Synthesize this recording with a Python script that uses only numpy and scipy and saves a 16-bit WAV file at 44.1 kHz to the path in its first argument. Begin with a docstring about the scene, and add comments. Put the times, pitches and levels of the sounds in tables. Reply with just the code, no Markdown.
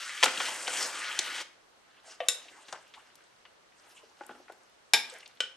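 """Plastic trays slide over a wooden board and knock together in a small kitchen: uneven noise and short
bursts ring tray and board, and a breathy whistle sinks in pitch. A steel spoon clinks on a glass baking dish,
heard as decaying modes with a crack; it digs through wet diced vegetables and drops them into a tray, heard
as small bursts and brushed noise. Dense short echoes surround it all, over a faint noise hiss."""
import sys
import numpy as np
from scipy import signal
from scipy.fft import rfft, irfft, next_fast_len
from scipy.io import wavfile

SR = 44100
rng = np.random.default_rng(int(sys.argv[2]) if len(sys.argv) > 2 else 0)


def boost(x):
    """Linear amplitude factor 10**(x/20) for a level x in decibels (scalar or array-like)."""
    u = np.asarray(x, float) / 20
    return 10 ** u


def output_pcm(signal):
    """Save a mono or channel-first signal as 16-bit PCM at the path in sys.argv[1].

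    Samples are clipped to [-1, 1] before scaling.
    """
    pcm = np.clip(np.atleast_2d(signal).T, -1, 1) * 32767
    wavfile.write(sys.argv[1], SR, np.round(pcm).astype(np.int16))


N = 245195   # samples in the scene

# Knocks of trays on the board and the dish rocking: start_s, peak_db, centre_hz, spread_octaves
KNOCK_ROWS = [(.228, -8.5, 1660, 3.07), (.234, -5, 1700, 2.87), (0.241, -9, 1820, 5),
              (0.256, -17, 5040, 1.5), (.259, -14, 1400, 1.9), (0.266, -36, 303, 1.17),
              (.281, -22, 1580, 1.5), (0.374, -22.5, 3300, 0.56), (.378, -47, 240, 0.92),
              (0.401, -20, 1300, 2.3), (0.409, -22, 1400, 2.6), (0.67, -23, 2530, 0.68),
              (.678, -19.5, 1300, 3.07), (0.827, -19, 5630, 1.3), (1.19, -11, 5200, 1.27),
              (1.191, -19.5, 1270, 4.06), (2.204, -30, 629, .5), (2.729, -61, 169, 0.95),
              (4.939, -32, 364, 1.14), (4.938, -59, 140, 1.3), (5.114, -45.5, 505, 0.29)]
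# Tray resonances: pitch_hz, width_hz, level_db
TRAY_MODES = [(508.4, 43, 14), (851, 180, -7), (1460, 20, 12), (3250, 120, -1)]
# The board's thud under a tray, one resonance: pitch_hz, width_hz, level_db
BOARD_MODE = (110, 200, -6.5)
# Trays dragged on the board: time_s, level_db, pressure_db, hollow_hz
DRAG_PATH = [(0, -43, -2, 1900), (.21, -41, -10, 2225), (.3, -42.5, -1.5, 1900), (.44, -35, -4.5, 2036),
             (.64, -46.5, 11, 1738), (0.761, -37, 4.5, 2430), (.835, -38, 9, 1900), (0.911, -42, 0, 1680),
             (1.05, -36.5, -13, 1832), (1.2, -42, -7.5, 2060), (1.358, -38, -11, 2160),
             (1.419, -42.5, 4.5, 2605), (1.451, -77, -8, 2470)]
# Pressure brings up the lows and highs, one pair each: level_at_no_pressure_db, gain_db_per_pressure_db
DRAG_LOWS_LAW = (-9, 0.42)
DRAG_HIGHS_LAW = (-2.05, 0.43)
# Relative spectrum shared by all rubbing: pitch_hz, density_db_per_hz
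RUB_COLOUR = [(59, -63), (100, -44.5), (333, -13), (403, -3), (447, -17), (742, -5.5), (1520, -9.5),
              (8230, -11.5), (15500, -36)]
# Narrow resonances that ride on the hollow band's centre: pitch_ratio
HOLLOW_PITCH_RATIOS = (0.74, 0.99, 1.45)
# Whistle of the sliding tray, one glide: start_s, start_hz, end_s, end_hz
SQUEAK_GLIDE = (.5, 9350, .84, 7900)
# Spoon on dish, one row per place struck: start_s, level_db, free_ring_db, damped_t60_s (at 3 kHz), rebound_db
CLINK_ROWS = [(2.2036, -28, -13, 0.053, -33), (2.285, -20, -16, 0.043, -22.5),
              (4.935, -13.5, -14, 0.049, -8.5), (5.4043, -18.5, -18.5, 0.027, -17.5)]
# Modes of the glass dish: pitch_hz
DISH_MODES_HZ = [505, 695, 862, 1155, 1495, 1636, 1870, 1955, 2120, 2272, 2405, 2670, 3040, 3585, 3757,
                 4000, 4905, 5050, 5230, 5369, 6350, 7220, 7680, 8870, 9850, 11100, 12700]
# How strongly each place rings the dish: one row per clink, one level_db per mode
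DISH_LEVELS_DB = [(-3.5, 0.5, -17.5, -10, -19, -24, -10.5, -25.5, -27.5, -7.5, -15.5, -8.5, -7.5, -13, -16, -25, -34.5, -42, -42, -38, -47, -46, -53, -42.5, -53, -39, -52),
                  (-9.5, -33.5, -22.5, -16.5, -17.5, -17, -12, -16.5, -24, -15, -23, -4.5, -16, -2.5, 1, -18, -18, -15, -6.5, -1.5, -3, 4.5, -23.5, 2.5, -3, -1.5, -26),
                  (-19, -16.5, -5, -18, -19.5, -8, -13, -12, -12, -6, -5, -9.5, -7.5, 0.5, -1.5, -13, -4.5, -16, -6, -3.5, -35, -10.5, -16, -19, -8, -6.5, -15.5),
                  (-12, -26, -23, -21, -7, -18, -30, -11, -20, -15, -9, -29, 2.5, -15, -14, -13, -34, -30, -17, -14, -14, -21, -14.5, -16.5, -22, -38, -43)]
# Small touches of spoon, food and fingers: start_s, peak_db, centre_hz, spread_octaves
TICK_ROWS = [(2.121, -43, 2980, 2.1), (2.483, -42.5, 2580, 0.8), (2.548, -50, 1290, 0.84),
             (2.726, -30.5, 830, 1.37), (2.726, -27.5, 3900, 1.76), (2.754, -37.5, 950, 2.26),
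             (3.155, -40.5, 7750, 2.1), (3.452, -43, 1440, 2.1), (4.265, -38.5, 10280, 0.64),
             (4.522, -41.5, 7930, 1.7), (5.098, -37, 7900, 0.16), (5.139, -40, 7500, 0.97),
             (5.185, -46, 9300, .7), (5.205, -43, 3740, 1.4), (5.228, -43, 2340, 0.57),
             (5.259, -39, 3480, 1.2), (5.277, -42.5, 6960, 1.8), (5.372, -50, 3580, 0.82)]
# The spoon pushed softly into the food: start_s, peak_db, centre_hz, spread_octaves
PUSH_ROWS = [(2.683, -38.5, 1130, 3.8), (2.938, -39, 2270, 1.5)]
# Food pieces falling into the empty tray: start_s, peak_db, centre_hz, spread_octaves
DROP_ROWS = [(4.032, -49.5, 510, 0.72), (4.208, -33, 830, 2.03), (4.235, -45, 1210, 3.2),
             (4.293, -35, 900, 2.1), (4.307, -37, 800, 2.5), (4.299, -51, 180, 1.05),
             (4.351, -42.5, 653, 3.2), (4.399, -45, 393, 1.5), (4.482, -43.5, 1400, 2),
             (4.497, -34.5, 845, 1.5), (4.52, -43, 1170, 2.9)]
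# Resonances of the empty tray: pitch_hz, width_hz, level_db
EMPTY_TRAY_MODES = [(332, 92, 5.3), (830, 72, 8.8), (1448, 93, 3.2)]
# Strokes of hand and spoon over board and food: start_s (of the hold), hold_s, level_db, fade_db_per_s, bright_db
BRUSH_ROWS = [(1.896, 0.15, -67, 150, -24), (2.098, 0.018, -52.5, 328, -1), (2.235, 0.5, -60.5, 66, -3),
              (2.95, 0.015, -61.5, 45, -7), (3.818, 0.14, -63, 69, 1), (4.187, 0.12, -65.5, 38, -2),
              (5.091, 0.075, -57, 97, -3)]
# Resonances of the brushed surface: pitch_hz, width_hz, level_db
SURFACE_MODES = [(1580, 180, -7.5), (2690, 140, 2.5), (3180, 1100, -9.5), (7880, 88, -15)]
# Kitchen echo: pitch_hz, t60_s, left_right_likeness
ECHO_DECAY = [(208, 0.7, 1), (800, 0.36, 0.87), (2020, 0.45, 0.53), (11500, 0.29, 0.098)]
# Relative spectrum of the hiss: pitch_hz, density_db_per_hz
HISS_COLOUR = [(15, -37), (25, -14.5), (140, -11.5), (198, -11), (469, -4.5), (1450, -6), (1570, -8),
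               (5580, -16), (15500, -29)]

EDGES_HZ = 25 * 2 ** np.arange(0, 9.4, .5)   # half-octave bands
# Decay constant of a burst centred at 1 kHz; duller ones last longer by this power of pitch
KNOCK_MS, KNOCK_SOFTNESS = 6, 0.23
TICK_MS, TICK_SOFTNESS = 13.4, 0.76
PUSH_MS, DROP_MS = 14, 7.5   # the same constant at every pitch
HELD_LOWS_DB = -8   # until the first knock the tray is carried in the hand and barely loads the board
# The air under the rubbing object favours a broad band that moves as it tips
HOLLOW_LIFT_DB, HOLLOW_OCTAVES, HOLLOW_WIDTH_HZ = 5, 0.6, 170
SQUEAK_DB, SQUEAK_WIDTH_HZ = -46.5, 350   # level before the tone and the fade
DAMPED_BELOW_HZ = 1210   # food and the stove top soak up the low modes: the lower, the sooner they die
CLINK_RISE_S = 0.00055   # the spoon stays in contact this long, so the ring swells before it dies
REBOUND_S = 0.0075   # the spoon bounces and touches once more
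FREE_T60_S = 0.21   # at 3 kHz: part of each mode rings on once the spoon has left
CLUSTER = 0.045   # the free ring is a cluster of close modes, reaching this share of its pitch to either side
CHIP_DB, CHIP_T60_S = -0.5, 0.048   # the crack, noise just above each mode's pitch
BRUSH_RISE_DB_PER_S, BRUSH_LOWS_DB, BRUSH_HOLLOW_HZ = 224.5, -3, 1900
ROOM_DB, HISS_DB = -12.5, -62


def rms_one(x):
    """Scale to unit rms."""
    return x / np.sqrt(np.mean(x ** 2) + 1e-20)


def at_hz(points, hz, column=1):
    """Read a table column on a log-frequency axis."""
    points = np.array(points)
    return np.interp(np.log(hz), np.log(points[:, 0]), points[:, column])


def band(x, low_hz, high_hz):
    """Band-pass, with its edges kept inside the usable range."""
    edges = np.clip([low_hz, high_hz], [20, 40], [SR * .4, SR * .45])
    return signal.sosfilt(signal.butter(2, edges, "band", fs=SR, output="sos"), x)


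def drift(rate):
    """Slow chance with spread 1, drawn every 40 samples and joined by straight lines."""
    r = np.exp(-80 * np.pi * rate / SR)
    chance = rng.standard_normal(N // 40 + 2002)
    slow = signal.lfilter([1], [1, -2 * r, r * r], chance)[2000:]
    return np.interp(np.arange(N) / 40, np.arange(len(slow)), rms_one(slow))


def resonate(x, modes, direct_db):
    """Resonances in parallel, alternating in polarity, beside the direct sound."""
    out = boost(direct_db) * x
    for k, (hz, width_hz, db) in enumerate(modes):
        r = np.exp(-np.pi * width_hz / SR)
        top = (1 - r * r) / 2 * boost(db) * (-1) ** k
        poles = [1, -2 * r * np.cos(2 * np.pi * hz / SR), r * r]
        out = out + signal.lfilter([top, 0, -top], poles, x)
    return out


def add(out, start_s, sound, level_db, pan_db):
    """Lay a sound into the stereo scene; positive pan leans left."""
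    i = round(start_s * SR)
    sound = boost(level_db) * sound[:N - i]
    out[:, i:i + len(sound)] += sound * boost(np.array([[pan_db / 2], [-pan_db / 2]]))


def touches(out, rows, body, direct_db, pan_db):
    """A contact is a dying burst of rough noise around its centre, ringing the body it lands on."""
    ms = np.arange(SR // 9) / SR * 1000
    noise = rng.standard_normal((len(rows), len(ms)))
    for (start_s, peak_db, hz, octaves, contact_ms), burst in zip(rows, noise):
        half = 2 ** (max(octaves, .1) / 2)
        burst = burst * np.exp(-ms / max(contact_ms, .2))
        burst = band(burst, hz / half, hz * half)
        burst = band(burst, hz / half ** 2, hz * half ** 2)   # steeper skirts
        burst = resonate(burst, body, direct_db)
        add(out, start_s, burst / np.abs(burst).max(), peak_db, pan_db)


def with_contact(rows, ms_at_1khz, softness=0):
    """Give each contact its decay constant; with softness, lower-pitched contacts last longer."""
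    return [(*row, ms_at_1khz * (row[2] / 1000) ** -softness) for row in rows]


def tray_knocks(out):
    """Dull and bright knocks: noise bursts ring the tray and thud the board."""
    rows = with_contact(KNOCK_ROWS, KNOCK_MS, KNOCK_SOFTNESS)
    touches(out, rows, [BOARD_MODE, *TRAY_MODES], direct_db=3.0, pan_db=2.5)


def rubbing(controls, body, direct_db, grit_db, patchy_db, hollow_db):
    """Dense uneven slips ring the body; weight brings up the lows, brightness the highs."""
    level_db, weight_db, bright_db, hollow_hz = controls
    unevenness = np.minimum(rng.exponential(1, N), 4)
    slips = rng.standard_normal((2, N)) * boost(grit_db * unevenness)
    slips = resonate(slips, body, direct_db)
    zones = [0, 0, 0]   # lows, mids, highs
    for k, (low, high) in enumerate(zip(EDGES_HZ[4:], EDGES_HZ[5:])):
        hz = np.sqrt(low * high)
        zone = int(hz > 1200) + int(hz > 4300)
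        lift_db = HOLLOW_LIFT_DB * np.exp(-(np.log2(hz / hollow_hz) / HOLLOW_OCTAVES) ** 2)
        band_db = at_hz(RUB_COLOUR, hz) + patchy_db * drift(16) + lift_db
        zones[zone] += band(slips[k % 2], low, high) * boost(band_db)
    lows, mids, highs = map(rms_one, zones)
    # narrow noise carried on tones makes the moving resonances
    turns = np.cumsum(hollow_hz + np.zeros(N)) / SR
    flutter = band(rng.standard_normal((len(HOLLOW_PITCH_RATIOS), N)), 20, HOLLOW_WIDTH_HZ)
    tones = np.sin(2 * np.pi * np.outer(HOLLOW_PITCH_RATIOS, turns))
    mids = mids + boost(hollow_db) * rms_one(np.sum(flutter * tones, axis=0))
    return boost(level_db) * (boost(weight_db) * lows + mids + boost(bright_db) * highs)


def drag_controls():
    """Pressing a tray down brings up the board's lows and the gritty highs together."""
    time_s, *columns = np.transpose(DRAG_PATH)
    t = np.arange(N) / SR
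    level_db, pressure_db, hollow_hz = (np.interp(t, time_s, column) for column in columns)
    level_db[round(time_s[-1] * SR):] = -99   # the drag is over
    lows_db, highs_db = (db + share * pressure_db for db, share in (DRAG_LOWS_LAW, DRAG_HIGHS_LAW))
    lows_db[:round(KNOCK_ROWS[0][0] * SR)] += HELD_LOWS_DB
    return level_db, lows_db, highs_db, hollow_hz


def tray_drag():
    """Plastic rubbing on wood rings tray and board, a little to the left."""
    body = [BOARD_MODE, *TRAY_MODES]
    drag = rubbing(drag_controls(), body, direct_db=2.5, grit_db=4.5, patchy_db=2.0, hollow_db=-7.5)
    return drag * boost(np.array([[.8], [-.8]]))


def squeak():
    """A narrow band of noise carried down by a gliding tone, fading in and out."""
    start_s, high_hz, end_s, low_hz = SQUEAK_GLIDE
    way = np.clip((np.arange(N) / SR - start_s) / (end_s - start_s), 0, 1)
    turns = np.cumsum(high_hz + (low_hz - high_hz) * way) / SR
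    breath = rms_one(band(rng.standard_normal(N), 20, SQUEAK_WIDTH_HZ))
    fade = np.sqrt(np.sin(np.pi * way) + 1e-12)
    return boost(SQUEAK_DB) * fade * breath * np.sin(2 * np.pi * turns)


def clinks(out):
    """Each blow rings its place's modes, spoon-damped and free; a short crack rides on the attack."""
    t = np.arange(SR // 3) / SR
    for (start_s, level_db, free_db, t60, rebound_db), place_db in zip(CLINK_ROWS, DISH_LEVELS_DB):
        twins = rng.uniform(-0.94, 1, (len(DISH_MODES_HZ), 2))
        crack, shimmer = rng.standard_normal((2, len(t)))
        sound = 0
        for hz, mode_db, (detune, share) in zip(DISH_MODES_HZ, place_db, twins):
            # modes come in close pairs
            twin = .5 * share * np.sin(2 * np.pi * hz * (1 + .01 * detune) * t)
            pair = np.sin(2 * np.pi * hz * t) + twin
            lasting = (hz / 3000) ** -.25 * min(hz / DAMPED_BELOW_HZ, 1)
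            ring = np.sign(detune) * pair * boost(-60 * t / (t60 * lasting))
            cluster = rms_one(band(shimmer, hz / (1 + CLUSTER), hz * (1 + CLUSTER)))
            free = cluster * boost(free_db - 60 * t / (FREE_T60_S * lasting))
            chip = band(crack * boost(CHIP_DB - 60 * t / CHIP_T60_S), hz * 1.1, hz / 0.64)
            chip = band(chip, hz / 2, hz * 2)
            sound = sound + boost(mode_db) * (ring + free + chip)
        sound = sound * np.minimum(t / CLINK_RISE_S, 1)
        sound = sound + boost(rebound_db) * np.interp(t - REBOUND_S, t, sound, left=0)
        sound = band(band(sound, 220.0, SR), 230, SR)   # a dish is too small to radiate bass
        add(out, start_s, sound, level_db, pan_db=2.0)


def wet_crackle(count=32):
    """Wet pieces part and settle with tiny snaps at random while the spoon works in the food."""
    when, size, pitch = rng.random((count, 3)).T
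    return [(2.4 + 3 * a, -60 + 6.7 * b, 1500 * 8 ** c, .8, 2.5) for a, b, c in zip(when, size, pitch)]


def small_touches(out):
    """Light contacts and wet snaps as short bursts, coloured by the brushed surface."""
    rows = with_contact(TICK_ROWS, TICK_MS, TICK_SOFTNESS) + wet_crackle()
    touches(out, rows, SURFACE_MODES, direct_db=-6.0, pan_db=2.5)


def spoon_pushes(out):
    """Soft pushes into food: bursts that are mostly direct sound, with little ring."""
    touches(out, with_contact(PUSH_ROWS, PUSH_MS), SURFACE_MODES, direct_db=12.0, pan_db=3.0)


def food_drops(out):
    """Falling pieces ring the hollow of the empty tray."""
    touches(out, with_contact(DROP_ROWS, DROP_MS), EMPTY_TRAY_MODES, direct_db=-4.5, pan_db=2.5)


def brush_controls():
    """Each stroke rises, holds and fades; the loudest one at any moment sets level and brightness."""
    start, hold, db, fade, bright_db = np.transpose(BRUSH_ROWS)[:, :, None]
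    t = np.arange(N) / SR - start
    rise_db = BRUSH_RISE_DB_PER_S * np.maximum(-t, 0)
    fade_db = fade * np.maximum(t - hold, 0)
    strokes_db = db - rise_db - fade_db
    brightness_db = bright_db[strokes_db.argmax(axis=0), 0]
    return strokes_db.max(axis=0), BRUSH_LOWS_DB, brightness_db, BRUSH_HOLLOW_HZ


def brush_strokes():
    """Hand and spoon rub over board and food as patchy noise ringing the surface."""
    return rubbing(brush_controls(), SURFACE_MODES, direct_db=-8.0, grit_db=1.5, patchy_db=5.0,
                   hollow_db=-9.0)


def kitchen(x):
    """Dense echoes off near walls: noise that builds up in a few ms and dies band by band."""
    t = np.arange(SR // 2) / SR
    white, echo = rng.standard_normal((2, 2, len(t))), 0
    for k, (low, high) in enumerate(zip(EDGES_HZ[2:], EDGES_HZ[3:])):
        hz = np.sqrt(low * high)
        mid, side = band(white[k % 2], low, high) * boost(-60 * t / at_hz(ECHO_DECAY, hz))
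        alike = np.clip(at_hz(ECHO_DECAY, hz, column=2), 0, 1)
        echo = echo + np.sqrt(1 + alike) * mid + np.sqrt(1 - alike) * side * [[1], [-1]]
    echo = echo * np.minimum(t / 0.011, 1) ** 2
    echo = echo / np.sqrt(np.sum(echo ** 2) / 2)
    return signal.fftconvolve(x[None], echo, axes=1)[:, :N]


def hiss():
    """Room and microphone noise, unrelated left and right, each band drifting slightly."""
    out, white = 0, rng.standard_normal((2, 2, N))
    for k, (low, high) in enumerate(zip(EDGES_HZ, EDGES_HZ[1:])):
        band_db = at_hz(HISS_COLOUR, np.sqrt(low * high)) + 0.81 * drift(14.0)
        out = out + band(white[k % 2], low, high) * boost(band_db)
    return boost(HISS_DB) * rms_one(out)


def scene():
    """Hits and rubbing close to the microphone, their echo, and the hiss."""
    near = np.zeros((2, N))
    tray_knocks(near)
    near += tray_drag() + squeak()
    clinks(near)
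    small_touches(near)
    spoon_pushes(near)
    food_drops(near)
    near += brush_strokes()
    return near + boost(ROOM_DB) * kitchen(near.mean(axis=0)) + hiss()


def band_limit(x):
    """A steep low-pass at the top of the band."""
    return signal.sosfilt(signal.butter(12, 16850, fs=SR, output="sos"), x)


def record(dry):
    """Two close microphone ports, the right reached a little later; dull at the top."""
    size = next_fast_len(N)
    hz = np.fft.rfftfreq(size, 1 / SR)
    lag_s = np.array([[0], [.000014]])
    lag = np.exp(-2j * np.pi * hz * lag_s)
    top = 1 / np.sqrt(1 + (hz / 11000) ** 8.7) / np.sqrt(1 + (hz / 15500) ** 24)
    mix = irfft(rfft(dry, size) * lag * top, size)[:, :N]
    return band_limit(mix)


dry = scene()
out = record(dry)
output_pcm(out)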